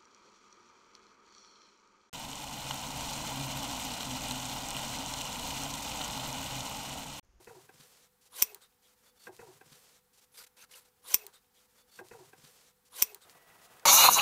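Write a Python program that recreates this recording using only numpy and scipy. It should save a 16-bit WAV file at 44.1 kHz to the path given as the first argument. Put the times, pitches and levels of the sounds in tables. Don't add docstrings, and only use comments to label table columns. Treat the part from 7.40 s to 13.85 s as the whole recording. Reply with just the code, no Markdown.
import sys
import numpy as np
from scipy import signal
from scipy.fft import rfft, irfft
from scipy.io import wavfile

SR = 44100
rng = np.random.default_rng(int(sys.argv[2]) if len(sys.argv) > 2 else 0)


def wav_out(sig):
    wavfile.write(sys.argv[1], SR, np.round(np.clip(np.atleast_2d(sig).T, -1, 1) * 32767).astype(np.int16))


def convert_level_to_amplitude(level_db):
    exponent = np.asarray(level_db, float) / 20
    return 10 ** exponent


N = 284617


def rms_one(x):
    return x / np.sqrt(np.mean(x ** 2) + 1e-20)


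def in_time(tables):
    fade_s = 0.008
    rows = []
    for table in tables:
        first, last = table[0], table[-1]
        rows += [(first[0] - fade_s, -100, *first[2:]), *table, (last[0] + fade_s, -100, *last[2:])]
    s, *columns = np.transpose(sorted(rows, key=lambda row: row[0]))
    return [np.interp(np.arange(N) / SR, s, c) for c in columns]


def colour(x, spectrum):
    hz = np.maximum(np.fft.rfftfreq(N, 1 / SR), 1)
    points = np.array(spectrum)
    gain_db = np.interp(np.log(hz), np.log(points[:, 0]), points[:, 1])
    return rms_one(irfft(rfft(x) * convert_level_to_amplitude(gain_db), N))


def band(x, low_hz, high_hz):
    sos = signal.butter(3, [low_hz, high_hz], "band", fs=SR, output="sos")
    return rms_one(signal.sosfilt(sos, x))


def drift(rate_hz):
    r = np.exp(-2 * np.pi * rate_hz / SR)
    return rms_one(signal.lfilter([1], [1, -2 * r, r * r], rng.standard_normal(N)))


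def ring(force, hz, t60_s):
    r, w = convert_level_to_amplitude(-60 / (max(t60_s, .002) * SR)), 2 * np.pi * hz / SR
    return signal.lfilter([0, np.sin(w)], [1, -2 * r * np.cos(w), r * r], force + 1e-18)


def grains(per_s, spread_db):
    sizes = convert_level_to_amplitude(spread_db * np.minimum(rng.exponential(1, N), 4)) * rng.choice([-1, 1], N)
    return sizes * (rng.random(N) < per_s / SR)


def strike(blows, modes, scatter_db, direct_db):
    out, t = np.zeros(N), np.arange(SR // 4) / SR
    chance = rng.standard_normal((len(blows), len(modes)))
    noise = rng.standard_normal((len(blows), len(t)))
    for (s, push_db, soft_ms, shudder_db, shudder_t60_s, *place), luck, rough in zip(blows, chance, noise):
        soften = np.exp(-1000 / (max(soft_ms, .005) * SR))
        shudder = convert_level_to_amplitude(shudder_db - 60 * t / max(shudder_t60_s, .004)) * rough
        force = signal.lfilter([1 - soften], [1, -soften], shudder + convert_level_to_amplitude(push_db) * (t == 0))
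        sound = convert_level_to_amplitude(direct_db) * signal.lfilter([1 - soften], [1, -soften], shudder)
        for k, (hz, level_db, t60_s) in enumerate(modes):
            away_db = 12 * (np.log2(hz / place[0]) / place[1]) ** 2 if place else 0
            mode_db = level_db + scatter_db * luck[k] - away_db
            sound += (-1) ** k * convert_level_to_amplitude(mode_db) * ring(force, hz, t60_s)
        at = round(s * SR)
        out[at:at + len(t)] += sound[:N - at]
    return out


def movements(rows, attack_s, release_s):
    t, level, body = np.arange(N) / SR, np.zeros(N), np.zeros(N)
    for start, length, from_db, to_db, body_db in rows:
        edges = np.minimum((t - start) / attack_s, (start + length - t) / release_s)
        edges = np.clip(edges + .5, 0, 1)
        slide = convert_level_to_amplitude(np.interp(t, [start, start + length], [from_db, to_db]))
        power = (slide * np.sin(edges * np.pi / 2) ** 2) ** 2
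        level += power
        body += power * convert_level_to_amplitude(2 * body_db)
    return np.sqrt(level), np.sqrt(body)


def friction(source, rows, attack_s, release_s, sheen_db, low_hz, split_hz):
    level, body = movements(rows, attack_s, release_s)
    middle = band(source, split_hz, 8400)
    sheen = convert_level_to_amplitude(sheen_db + 1.5 * drift(12)) * band(source, 8320, 21000)
    return level * (middle + sheen) + body * band(source, low_hz, 1600)


def streaks(rows, width_hz):
    out, wobble = np.zeros(N), rng.standard_normal((len(rows), 2, SR // 5))
    fall = np.exp(-np.pi * width_hz / SR)
    settle = 1000
    for (start, end, from_hz, to_hz, level_db), pair in zip(rows, wobble):
        at, size = round(start * SR), min(round((end - start) * SR), SR // 5 - settle)
        slow = signal.lfilter([np.sqrt(1 - fall ** 2)], [1, -fall], pair)[:, settle:settle + size]
        phase = 2 * np.pi * np.cumsum(np.linspace(from_hz, to_hz, size)) / SR
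        sung = slow[0] * np.sin(phase) + slow[1] * np.cos(phase)
        out[at:at + size] += convert_level_to_amplitude(level_db) * np.hanning(size) ** .5 * sung
    return out


def clicks(rows):
    out, t = np.zeros(N), np.arange(SR // 8) / SR
    noise = rng.standard_normal((len(rows), len(t)))
    for (s, peak_db, low_hz, high_hz, t60_s), rough in zip(rows, noise):
        puff = (t == 0) + .6 * rough * convert_level_to_amplitude(-60 * t / max(t60_s, .001))
        sos = signal.butter(2, [low_hz, high_hz], "band", fs=SR, output="sos")
        tick = signal.sosfilt(sos, puff)
        at = round(s * SR)
        out[at:at + len(t)] += convert_level_to_amplitude(peak_db) * tick[:N - at] / np.abs(tick).max()
    return out


def tones(lines):
    t, out = np.arange(N) / SR, np.zeros(N)
    for hz, level_db, width_hz in lines:
        sine = np.sqrt(2) * np.sin(2 * np.pi * hz * t)
        haze = rms_one(ring(rng.standard_normal(N), hz, 4.3 / width_hz))
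        out += convert_level_to_amplitude(level_db) * rms_one(sine + .7 * haze)
    return out


# frequency in Hz, relative density in dB per Hz.
AIR_SPECTRUM = [(12, -31.5), (20, -7.5), (187, -5.5), (270, -7.5), (319, -18), (499, -4), (590, -34.5),
                (759, -7), (1060, -13.5), (1260, -12), (2460, -18), (7520, -19), (16000, -16)]
# frequency in Hz, rms level in dB, nominal width in Hz.
HUM_LINES = [(499, -81, 4.1), (16030, -96.5, 2.5)]


def room_air():
    return convert_level_to_amplitude(-71.5) * colour(rng.standard_normal(N), AIR_SPECTRUM) + tones(HUM_LINES)


# time in seconds, gain in dB.
MURMUR_GAIN = [(5.85, -1), (6.45, 0.5)]


def murmur_swell():
    s, gain_db = np.transpose(MURMUR_GAIN)
    return convert_level_to_amplitude(np.interp(np.arange(N) / SR, s, gain_db) + 1.5 * drift(20))


# frequency in Hz, relative density in dB per Hz.
MURMUR_SPECTRUM = [(12, -47), (20, -16), (150, -4.5), (293, -8.5), (485, -1.5), (590, -8), (642, -0.5),
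                   (1760, -7), (1910, -8), (2320, -11), (2670, -10), (4180, -15), (16000, -16.5)]


def machinery_murmur(swell):
    return convert_level_to_amplitude(-61) * colour(grains(15000, 1.6), MURMUR_SPECTRUM) * swell


# frequency in Hz, rms level in dB, nominal width in Hz.
WHINE_LINES = [(1948, -75, 4), (1266, -80, 7.8), (15628, -84, 2)]


def whines():
    return tones(WHINE_LINES)


def background():
    swell = murmur_swell()
    air = room_air()
    late = machinery_murmur(swell) + whines()
    return np.where(np.arange(N) >= 5.85 * SR, late, air)


# time in seconds, level in dB, pitch in Hz.
DRAG_PATHS = [
    [(1.035, -60, 442), (1.05, -67, 433), (1.073, -62.5, 434.6), (1.165, -63, 435), (1.19, -84, 433.4)],
    [(1.89, -50, 368), (1.922, -59.5, 366.7), (1.97, -79, 378), (1.98, -67, 376)],
    [(1.995, -66, 452), (2.037, -54, 458), (2.077, -60.5, 411.5), (2.101, -56.5, 353), (2.139, -70, 383),
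     (2.18, -82, 424)],
]
# time in seconds, level in dB.
RUMBLE_PATHS = [
    [(1.86, -79), (1.882, -65.5), (1.976, -75), (2.022, -66), (2.224, -78.5), (2.264, -69), (2.3, -89),
     (2.316, -68), (2.45, -99)],
]


def drag():
    scuff_db, steadiness = -5, 1.6
    (level_db, pitch_hz), (rumble_db,) = in_time(DRAG_PATHS), in_time(RUMBLE_PATHS)
    lumps = steadiness + band(rng.standard_normal(N), 6.5, 50)
    boom = rms_one(lumps * np.sin(2 * np.pi * np.cumsum(pitch_hz + 15 * drift(30)) / SR))
    slips = grains(2300, 6.4)
    dragged = convert_level_to_amplitude(level_db) * (boom + convert_level_to_amplitude(scuff_db) * band(slips, 600, 1000))
    return dragged + convert_level_to_amplitude(rumble_db) * band(slips, 100, 160)


# start in seconds, push in relative dB, shudder in relative dB,
# centre in Hz, reach in octaves.
KNOCK_BLOWS = [(1.869, -39, -49.5, 700, 1.9), (1.991, -40, -54, 700, 2.9), (2.015, -38, -58, 700, 1.54),
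               (2.07, -70, -62, 800, .7), (2.21, -48, -58, 780, 2.4), (2.261, -35.5, -57.5, 149, 0.87),
               (2.319, -34.5, -65.5, 170, 0.83), (5.948, -58, -62, 603, 1.6), (6.1, -64, -64, 2170, 0.61),
               (6.396, -48, -69, 1690, 2.6), (6.43, -53.5, -60, 885, 1.2)]
# frequency in Hz, gain in relative dB, t60 in seconds.
TABLE_MODES = [(123, -17, 0.082), (211, -7, 0.033), (347, -10.5, 0.092), (468, -4.5, 0.04),
               (539, -14, 0.04), (700, -11.5, 0.044), (796, -7.5, 0.036), (967, -7, 0.041),
               (1155, -11, 0.019), (1370, -5, 0.022), (1607, -1, 0.031), (1870, -5, 0.019),
               (2040, -4, 0.022), (2280, -4, 0.02), (2600, 0.5, 0.021), (3560, -16, 0.03)]


def knocks():
    push_cycles, shudder_t60_s = 0.057, 0.065
    blows = [(s, push_db, 1000 * push_cycles / hz, shudder_db, shudder_t60_s, hz, reach)
             for s, push_db, shudder_db, hz, reach in KNOCK_BLOWS]
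    return convert_level_to_amplitude(-9.5) * strike(blows, TABLE_MODES, scatter_db=2.5, direct_db=8)


def thumps():
    level_db, top_hz, t60_s = -1, 2750, 0.074
    rows = [(s, shudder_db + level_db, hz / 2 ** reach, min(hz * 2 ** reach, top_hz), t60_s)
            for s, _, shudder_db, hz, reach in KNOCK_BLOWS]
    return clicks(rows)


# start in seconds, length in seconds, start level in dB, end level in dB,
# low band in dB against the middle band.
CLOTH_MOVES = [(1.294, 0.066, -78.5, -83, -8), (1.423, 0.12, -69, -72.5, -6.5),
               (1.564, 0.066, -74.5, -77.5, -8), (1.629, 0.073, -68, -65.5, -3),
               (1.756, 0.029, -72, -68, -3), (1.792, 0.095, -65, -58.5, -7.5), (1.89, .03, -74, -74, 0),
               (1.918, 0.067, -62, -63.5, -5.5), (1.988, .2, -65.5, -64.5, -4.5),
               (2.193, 0.067, -70.5, -69, -1.5), (2.258, 0.08, -64, -69, -6.5),
               (2.316, 0.28, -63, -69.5, -6), (2.734, 0.051, -65.5, -73, -14),
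               (2.776, 0.023, -62.5, -62.5, -9.5), (2.806, 0.042, -70, -60.5, -9),
               (3.445, .05, -67, -73.5, -3.5), (3.561, 0.055, -79, -80, -3),
               (5.897, 0.049, -59.5, -73, -10), (6.212, 0.056, -61, -62, -9)]
# frequency in Hz, relative density in dB per Hz.
CLOTH_SPECTRUM = [(35, -40), (60, -36), (156, -3.5), (301, -9.5), (480, -2), (621, -8), (968, -5),
                  (2350, -3), (4420, 0.5), (13300, 0), (16000, -6)]


def cloth():
    source = colour(grains(14000, 2.1), CLOTH_SPECTRUM) * convert_level_to_amplitude(0.95 * drift(60) + 1.72 * drift(17))
    return friction(source, CLOTH_MOVES, attack_s=0.022, release_s=0.028,
                    sheen_db=-4, low_hz=70, split_hz=2300)


# start in seconds, peak in dB, lowest Hz,
# highest Hz, t60 in seconds.
TICK_EVENTS = [(1.147, -42, 1500, 15400, 0.02), (1.325, -60.5, 1686, 5010, 0.018),
               (1.839, -46.5, 3500, 10000, 0.011), (1.966, -41.5, 2500, 14000, 0.0022),
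               (2.33, -46.5, 885, 4900, 0.0071), (5.897, -38.5, 2800, 9900, 0.0017),
               (6.396, -49, 3500, 8900, 0.026)]


def ticks():
    return clicks(TICK_EVENTS)


# start in seconds, end in seconds, level in dB per tone.
SQUEAK_EVENTS = [(1.637, 1.728, -74.5), (1.764, 1.885, -70)]


def squeaks():
    rows = [(start, end, hz, hz, db) for start, end, db in SQUEAK_EVENTS for hz in (3510, 4480)]
    return streaks(rows, width_hz=14)


# start in seconds, push in relative dB, softness in ms,
# shudder in relative dB, shudder t60 in seconds.
PARTING_CLICKS = [(1.1462, -35.5, 0.011, -48, .012)]
# frequency in Hz, gain in relative dB, t60 in seconds.
PIVOT_MODES = [(3980, -6.5, 0.0033), (6000, -7, 0.0022), (9240, -3, .003), (11500, -6.5, 0.0024),
               (14100, 2, .003)]


def parting():
    return strike(PARTING_CLICKS, PIVOT_MODES, scatter_db=1, direct_db=-10)


# start in seconds, length in seconds, start level in dB, end level in dB,
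# low band in dB against the middle band.
BLADE_STROKES = [(0.902, 0.071, -75, -51.5, -11), (0.961, 0.057, -52, -43, -8),
                 (1.038, .105, -59.5, -65.5, -4.5), (1.154, 0.059, -64, -81, 2.5),
                 (1.205, 0.017, -72, -62.5, -3), (1.219, 0.058, -60.5, -74, -7),
                 (2.916, 0.03, -77, -73, -9), (2.941, .028, -63, -61, -6.5),
                 (2.972, 0.06, -54, -56.5, -9.5), (3.036, 0.016, -52.5, -59, -10),
                 (3.066, .012, -57, -63, -9), (3.168, 0.039, -59.5, -64.5, -6.5),
                 (3.205, 0.045, -59.5, -59.5, -9), (3.291, 0.023, -72, -70, -3),
                 (3.311, .022, -54.5, -59, -13), (3.335, .011, -54, -59, -10),
                 (3.349, 0.054, -55.5, -62, -6), (3.406, 0.034, -67, -73, -4)]
# frequency in Hz, relative density in dB per Hz.
SCRAPE_SPECTRUM = [(180, -35.5), (300, -19), (494, -2.5), (701, -17.5), (801, -8.5), (1610, -2.5),
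                   (1810, -5), (4230, 0.5), (12100, -7), (16000, -12.5)]
# start in seconds, end in seconds,
# start pitch in Hz, end pitch in Hz, level in dB.
BLADE_STREAKS = [(.916, .974, 1032, 1080, -59), (.921, .988, 3520, 4040, -57.5),
                 (.943, .975, 9300, 8540, -53.5), (.973, 1.003, 3040, 3110, -55),
                 (.983, 1.012, 5800, 6530, -47), (.98, 1.002, 11600, 12100, -56),
                 (.95, 1.02, 13800, 14500, -62), (1.027, 1.141, 2626, 2510, -62),
                 (1.03, 1.138, 5875, 5750, -68), (.906, .975, 10800, 10400, -63),
                 (1.03, 1.137, 14450, 14210, -60), (1.209, 1.27, 3730, 3710, -66),
                 (1.209, 1.268, 1296, 1330, -72), (1.216, 1.248, 8460, 7900, -64),
                 (1.43, 1.482, 3210, 3550, -70), (2.915, 3.0, 11300, 11000, -65),
                 (2.966, 3.01, 8900, 8740, -60), (2.99, 3.03, 12200, 11700, -59),
                 (2.938, 2.972, 3670, 3540, -63), (2.961, 3.03, 4930, 4740, -57.5),
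                 (2.995, 3.032, 1427, 1370, -58.5), (3.167, 3.26, 2656, 2654, -66),
                 (3.224, 3.256, 1690, 1097, -61), (3.332, 3.353, 2920, 2820, -56),
                 (3.344, 3.4, 8960, 8000, -66)]
# frequency in Hz, gain in relative dB, t60 in seconds when struck.
BLADE_MODES = [(44.6, -42.5, 0.021), (370, -32.5, 0.0079), (1080, -38, 0.042), (2255, -23, 0.0071),
               (2608, -26, .025), (3270, -22.5, 0.0061), (4810, -25.5, 0.016), (5370, -18, .012),
               (5890, -12, 0.0089), (6390, -12, 0.0033), (7160, -27.5, 0.028), (7700, -19.5, .008),
               (8130, -19.5, 0.0083), (8500, -15.5, 0.0052), (8920, -29, 0.03), (10400, -25, 0.0061),
               (11120, -25.5, 0.021), (11800, -32.5, .022), (13040, -29, .011), (13960, -8.5, .008),
               (14370, 3, 0.0031), (14675, -4, 0.0068), (14580, -19.5, 0.044), (15480, -26.5, .008)]


def blades_scraping():
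    slips = grains(14000, 3.6)
    rung = np.zeros(N)
    for hz, _, _ in BLADE_MODES[2:]:
        rung += rms_one(ring(slips, hz, 0.036)) * convert_level_to_amplitude(7.9 * drift(16))
    source = colour(slips, SCRAPE_SPECTRUM) + convert_level_to_amplitude(-8.5) * rms_one(rung)
    scrape = friction(source * convert_level_to_amplitude(0.54 * drift(97)), BLADE_STROKES, attack_s=0.008, release_s=0.014,
                      sheen_db=-1, low_hz=310, split_hz=1500)
    return scrape + streaks(BLADE_STREAKS, width_hz=240)


# start in seconds, push in relative dB, softness in ms,
# shudder in relative dB, shudder t60 in seconds.
SNIP_CONTACTS = [(1.0192, -21.5, .02, -27.5, 0.037), (1.0232, 1, 0.011, -33, 0.051),
                 (1.0268, -15.5, 0.025, -35, 0.042)]


def snips():
    return strike(SNIP_CONTACTS, BLADE_MODES, scatter_db=0.5, direct_db=-3)


def room(x):
    t60_s, wall_cut_hz = 0.15, 4900
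    t = np.arange(int(SR / 2)) / SR
    tail = rng.standard_normal(len(t)) * convert_level_to_amplitude(-60 * t / t60_s) * (t > .004)
    tail = signal.lfilter([1], [1, -np.exp(-2 * np.pi * wall_cut_hz / SR)], tail)
    return signal.fftconvolve(x, tail / np.linalg.norm(tail))[:N]


# start in seconds, end in seconds, offset of the copied stretch in seconds.
SPLICE_ROWS = [(0, .89, 1.92), (3.61, 5.49, -2.72), (5.49, 5.85, -4.6)]


def splice(x):
    source = np.arange(N)
    for start, end, shift in SPLICE_ROWS:
        source[round(start * SR):round(end * SR)] += round(shift * SR)
    return x[source]


def scene():
    near = snips() + knocks() + squeaks() + thumps() + parting() + ticks()
    near = near + blades_scraping() + cloth() + drag()
    return splice(near + convert_level_to_amplitude(-23.5) * room(near) + background())[None]


def top_cut(x):
    return signal.sosfilt(signal.butter(12, 16620, fs=SR, output="sos"), x)


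def record(dry):
    low_pass = signal.cheby2(12, 45, 16167, fs=SR, output="sos")
    mix = signal.sosfilt(low_pass, dry)
    return top_cut(mix)


dry = scene()
out = record(dry)
wav_out(out)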